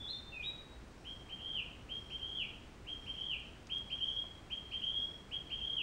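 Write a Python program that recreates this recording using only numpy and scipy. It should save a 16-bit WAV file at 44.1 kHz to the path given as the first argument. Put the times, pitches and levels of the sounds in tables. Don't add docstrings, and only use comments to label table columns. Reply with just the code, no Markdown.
import sys
import numpy as np
from scipy import signal
from scipy.fft import rfft, irfft
from scipy.io import wavfile

SR = 44100
rng = np.random.default_rng(int(sys.argv[2]) if len(sys.argv) > 2 else 0)


def store_wav(level_fs):
    pcm = np.round(np.clip(np.atleast_2d(level_fs), -1, 1) * 32767)
    wavfile.write(sys.argv[1], SR, pcm.T.astype(np.int16))


N = 256662


def bird(waver_share=0.024, waver_hz=170):
    song, notes = np.zeros(N), song_notes()
    waver = waver_share * drift(waver_hz)
    wavers = np.array_split(np.tile(waver, 2), len(notes))
    for (start, *note), own_waver in zip(notes, wavers):
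        add(song, start, whistle(note, own_waver))
    return song


def song_notes(slur_scoop_s=0.019, slur_octave_db=-27, second_call_s=0.08, long_note_after_s=0.106):
    # start and length in seconds, starting, held and ending pitch in Hz, level in dB,
    # swell over the note in dB, roughness from 0 to 1.
    slurs = [ (0.000, 0.07, 3490, 3517, 3460, -46.5, -8, .7),
             (0.072, 0.053, 3590, 4200, 4170, -41, -3, 0.25),
             (0.124, .044, 3610, 3617, 3592, -38.5, 2, .04),
             (0.317, .112, 2780, 2630, 2396, -45.6, 1.5, .2), (0.415, 0.096, 2675, 3806, 3846, -41, 4, .05),
             ]
    # start, first call's length, delay to the second call, long note's hold and
    # closing sweep's length, all in seconds, then level in dB.
    phrases = [ (1.036, .078, .245, 0.16, 0.067, -47.2), (1.878, .090, .215, .173, .075, -44.1),
               (2.856, 0.083, .197, .129, .070, -43.7), (3.685, 0.075, .207, .208, 0, -39.6),
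               (4.493, .066, .214, .230, 0, -39.7), (5.303, .058, .190, .160, .085, -40.5), ]
    # scoop time in seconds, starting and held pitch in Hz, level within the phrase
    # in dB, swell in dB, roughness from 0 to 1, strength of the octave during the scoop in dB.
    first_call = (.016, 2100, 3200, .9, 9, .44, -25)
    second_call = (.0138, 1980.5, 3163, -.4, -1.5, 0.4, -18)
    long_note = (.009, 2619.5, 3172, 0.5, 2.5, 0.68, -27)
    notes = [(start, hold, slur_scoop_s, start_hz, held_hz, end_hz, db, swell, 0, rough, slur_octave_db)
             for start, hold, start_hz, held_hz, end_hz, db, swell, rough in slurs]
    for start, first_length, second_after, long_hold, sweep, db in phrases:
        second = start + second_after
        fade_db = 0 if sweep > 0 else 7
        notes += [phrase_note(first_call, start, first_length, db),
                  phrase_note(second_call, second, second_call_s, db),
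                  phrase_note(long_note, second + long_note_after_s, long_hold, db, sweep, fade_db)]
    return notes


def phrase_note(shape, start, hold, db, sweep=0, fade_db=0):
    effort_hz_per_db, full_voice_db, climb_hz_per_s = 4, -40, 540
    scoop, start_hz, held_hz, own_db, swell_db, rough, octave_db = shape
    held_hz += effort_hz_per_db * (db - full_voice_db)
    end_hz = held_hz + climb_hz_per_s * hold
    return (start, hold, scoop, start_hz, held_hz, end_hz,
            db + own_db, swell_db - fade_db, sweep, rough, octave_db)


def whistle(note, waver, attack_s=0.014, release_s=0.012):
    # pitch divided by that tuning, gain in dB.
    throat = [(0.602, -31), (.72, -11.5), (0.859, -4), (1, 0.5), (1.2, -9)]
    overtones_db = [-39, -53.5]
    sweep_hz_per_s, steepen_per_s, sweep_onset_s, sweep_db = 8000, 10.95, 0.011, -35.5
    hold, scoop, start_hz, held_hz, end_hz, db, swell_db, sweep, rough, octave_db = note
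    length = hold + sweep
    t = np.arange(int(length * SR)) / SR
    progress = np.minimum(t / hold, 1)
    sweep_time = np.maximum(t - hold, 0)
    scooping = np.exp(-(t / scoop) ** 2)
    push = 1 - np.exp(-sweep_time / sweep_onset_s)
    fall_hz = sweep_hz_per_s * sweep_time * (1 + steepen_per_s * sweep_time)
    tuned_hz = held_hz + (end_hz - held_hz) * progress
    hz = tuned_hz + (start_hz - held_hz) * scooping - fall_hz
    wobble = 1 + rough * (1 - push) * waver[:len(t)]
    phase = 2 * np.pi * np.cumsum(hz * wobble) / SR
    throat_hz = tuned_hz - 0.13 * fall_hz
    throat_gain = undb(np.interp(hz / throat_hz, *np.transpose(throat)))
    overtones = sum(undb(level) * np.sin(k * phase) for k, level in enumerate(overtones_db, 2))
    octave = undb(octave_db) * scooping * (1 - throat_gain) * np.sin(2 * phase)
    tone = throat_gain * np.sin(phase) + (1 - push) * overtones + octave
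    fade_in = np.sin(np.pi / 2 * np.minimum(t / attack_s, 1))
    fade_out = np.sin(np.pi / 2 * np.minimum((length - t) / release_s, 1))
    level_db = (1 - push) * db + push * sweep_db + swell_db * (progress - 0.5)
    return np.sqrt(2) * tone * fade_in * fade_out * undb(level_db)


def forest_echoes(song, near_db=-3, near_fade_s=0.19, far_db=-7, far_fade_s=0.61):
    t = np.arange(SR) / SR
    trunks = rng.standard_normal(SR) * (rng.random(SR) < 500 / SR)
    trunks *= undb(-60 * t / near_fade_s)
    trunks /= np.linalg.norm(trunks)
    trunks[0] = 0.85
    build_up = 1 - np.exp(-t / 0.016)
    wood = rng.standard_normal(SR) * undb(-60 * t / far_fade_s) * build_up
    wood /= np.linalg.norm(wood)
    return signal.fftconvolve(song, undb(near_db) * trunks + undb(far_db) * wood)[:N]


def twigs():
    # start in seconds, level before filtering in dB, band centre in Hz, decay in seconds.
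    ticks = [(3.398, -53, 4500, 0.0018), (3.465, -56, 3500, .002), (3.67, -48, 3800, 0.0045),
             (3.782, -50.5, 5030, .002), (4.238, -36.5, 587, 0.0077)]
    track, t = np.zeros(N), np.arange(SR // 20) / SR
    for start, db, hz, decay in ticks:
        band = signal.butter(4, [hz / 2, min(hz * 2, 9000)], "band", fs=SR, output="sos")
        burst = undb(db) * rng.standard_normal(len(t)) * np.exp(-t / decay)
        add(track, start, signal.sosfilt(band, burst))
    return track


def hush(level_db=-54):
    # frequency in Hz, relative strength of the noise there in dB.
    spectrum = [(20, -6), (55, 1), (100, -3), (160, -7), (300, -9), (550, -15), (1100, -19), (2200, -23.5),
                (4500, -31), (8500, -36.5), (10300, -44.5), (11600, -58.5), (13500, -51), (15500, -56)]
    return coloured_noise(spectrum) * undb(level_db)


def camera(fizz_db=-77, fizz_lead_s=0.023, fizz_length_s=0.25):
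    # frequency in Hz, level in dB.
    whine = [(58, -66), (13167, -91.5), (15703, -97.5), (15735, -97)]
    # frequency in Hz, relative strength of the fizz there in dB.
    fizz_spectrum = [(4700, -34), (5300, -0.5), (5600, 2), (6200, -20.5), (8900, -12), (10000, -29),
                     (10850, -10), (11300, -32)]
    t = np.arange(N) / SR
    tones = sum(np.sqrt(2) * undb(db) * np.sin(2 * np.pi * (hz * t + rng.random())) for hz, db in whine)
    fizz_on = (t + fizz_lead_s) % 1 < fizz_length_s
    return tones + undb(fizz_db) * coloured_noise(fizz_spectrum) * fizz_on


def undb(db):
    return 10 ** (np.asarray(db) / 20)


def unit(x):
    return x / np.sqrt(np.mean(x ** 2))


def add(track, start, sound):
    i = max(int(start * SR), 0)
    track[i:i + len(sound)] += sound[:max(N - i, 0)]


def drift(rate):
    hz = np.arange(N // 2 + 1) * SR / N
    return unit(irfft(rfft(rng.standard_normal(N)) * np.exp(-(hz / rate) ** 2), N))


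def coloured_noise(points):
    hz, db = np.transpose(points)
    bins = np.maximum(np.arange(N // 2 + 1) * SR / N, 1)
    gain = undb(np.interp(np.log(bins), np.log(hz), db))
    return unit(irfft(rfft(rng.standard_normal(N)) * gain, N))


def scene():
    return (forest_echoes(bird()) + twigs() + hush() + camera())[None]


def record(dry):
    top_hz = 15800
    return signal.sosfilt(signal.ellip(10, 0.1, 70, top_hz, fs=SR, output="sos"), dry)


dry = scene()
out = record(dry)
store_wav(out)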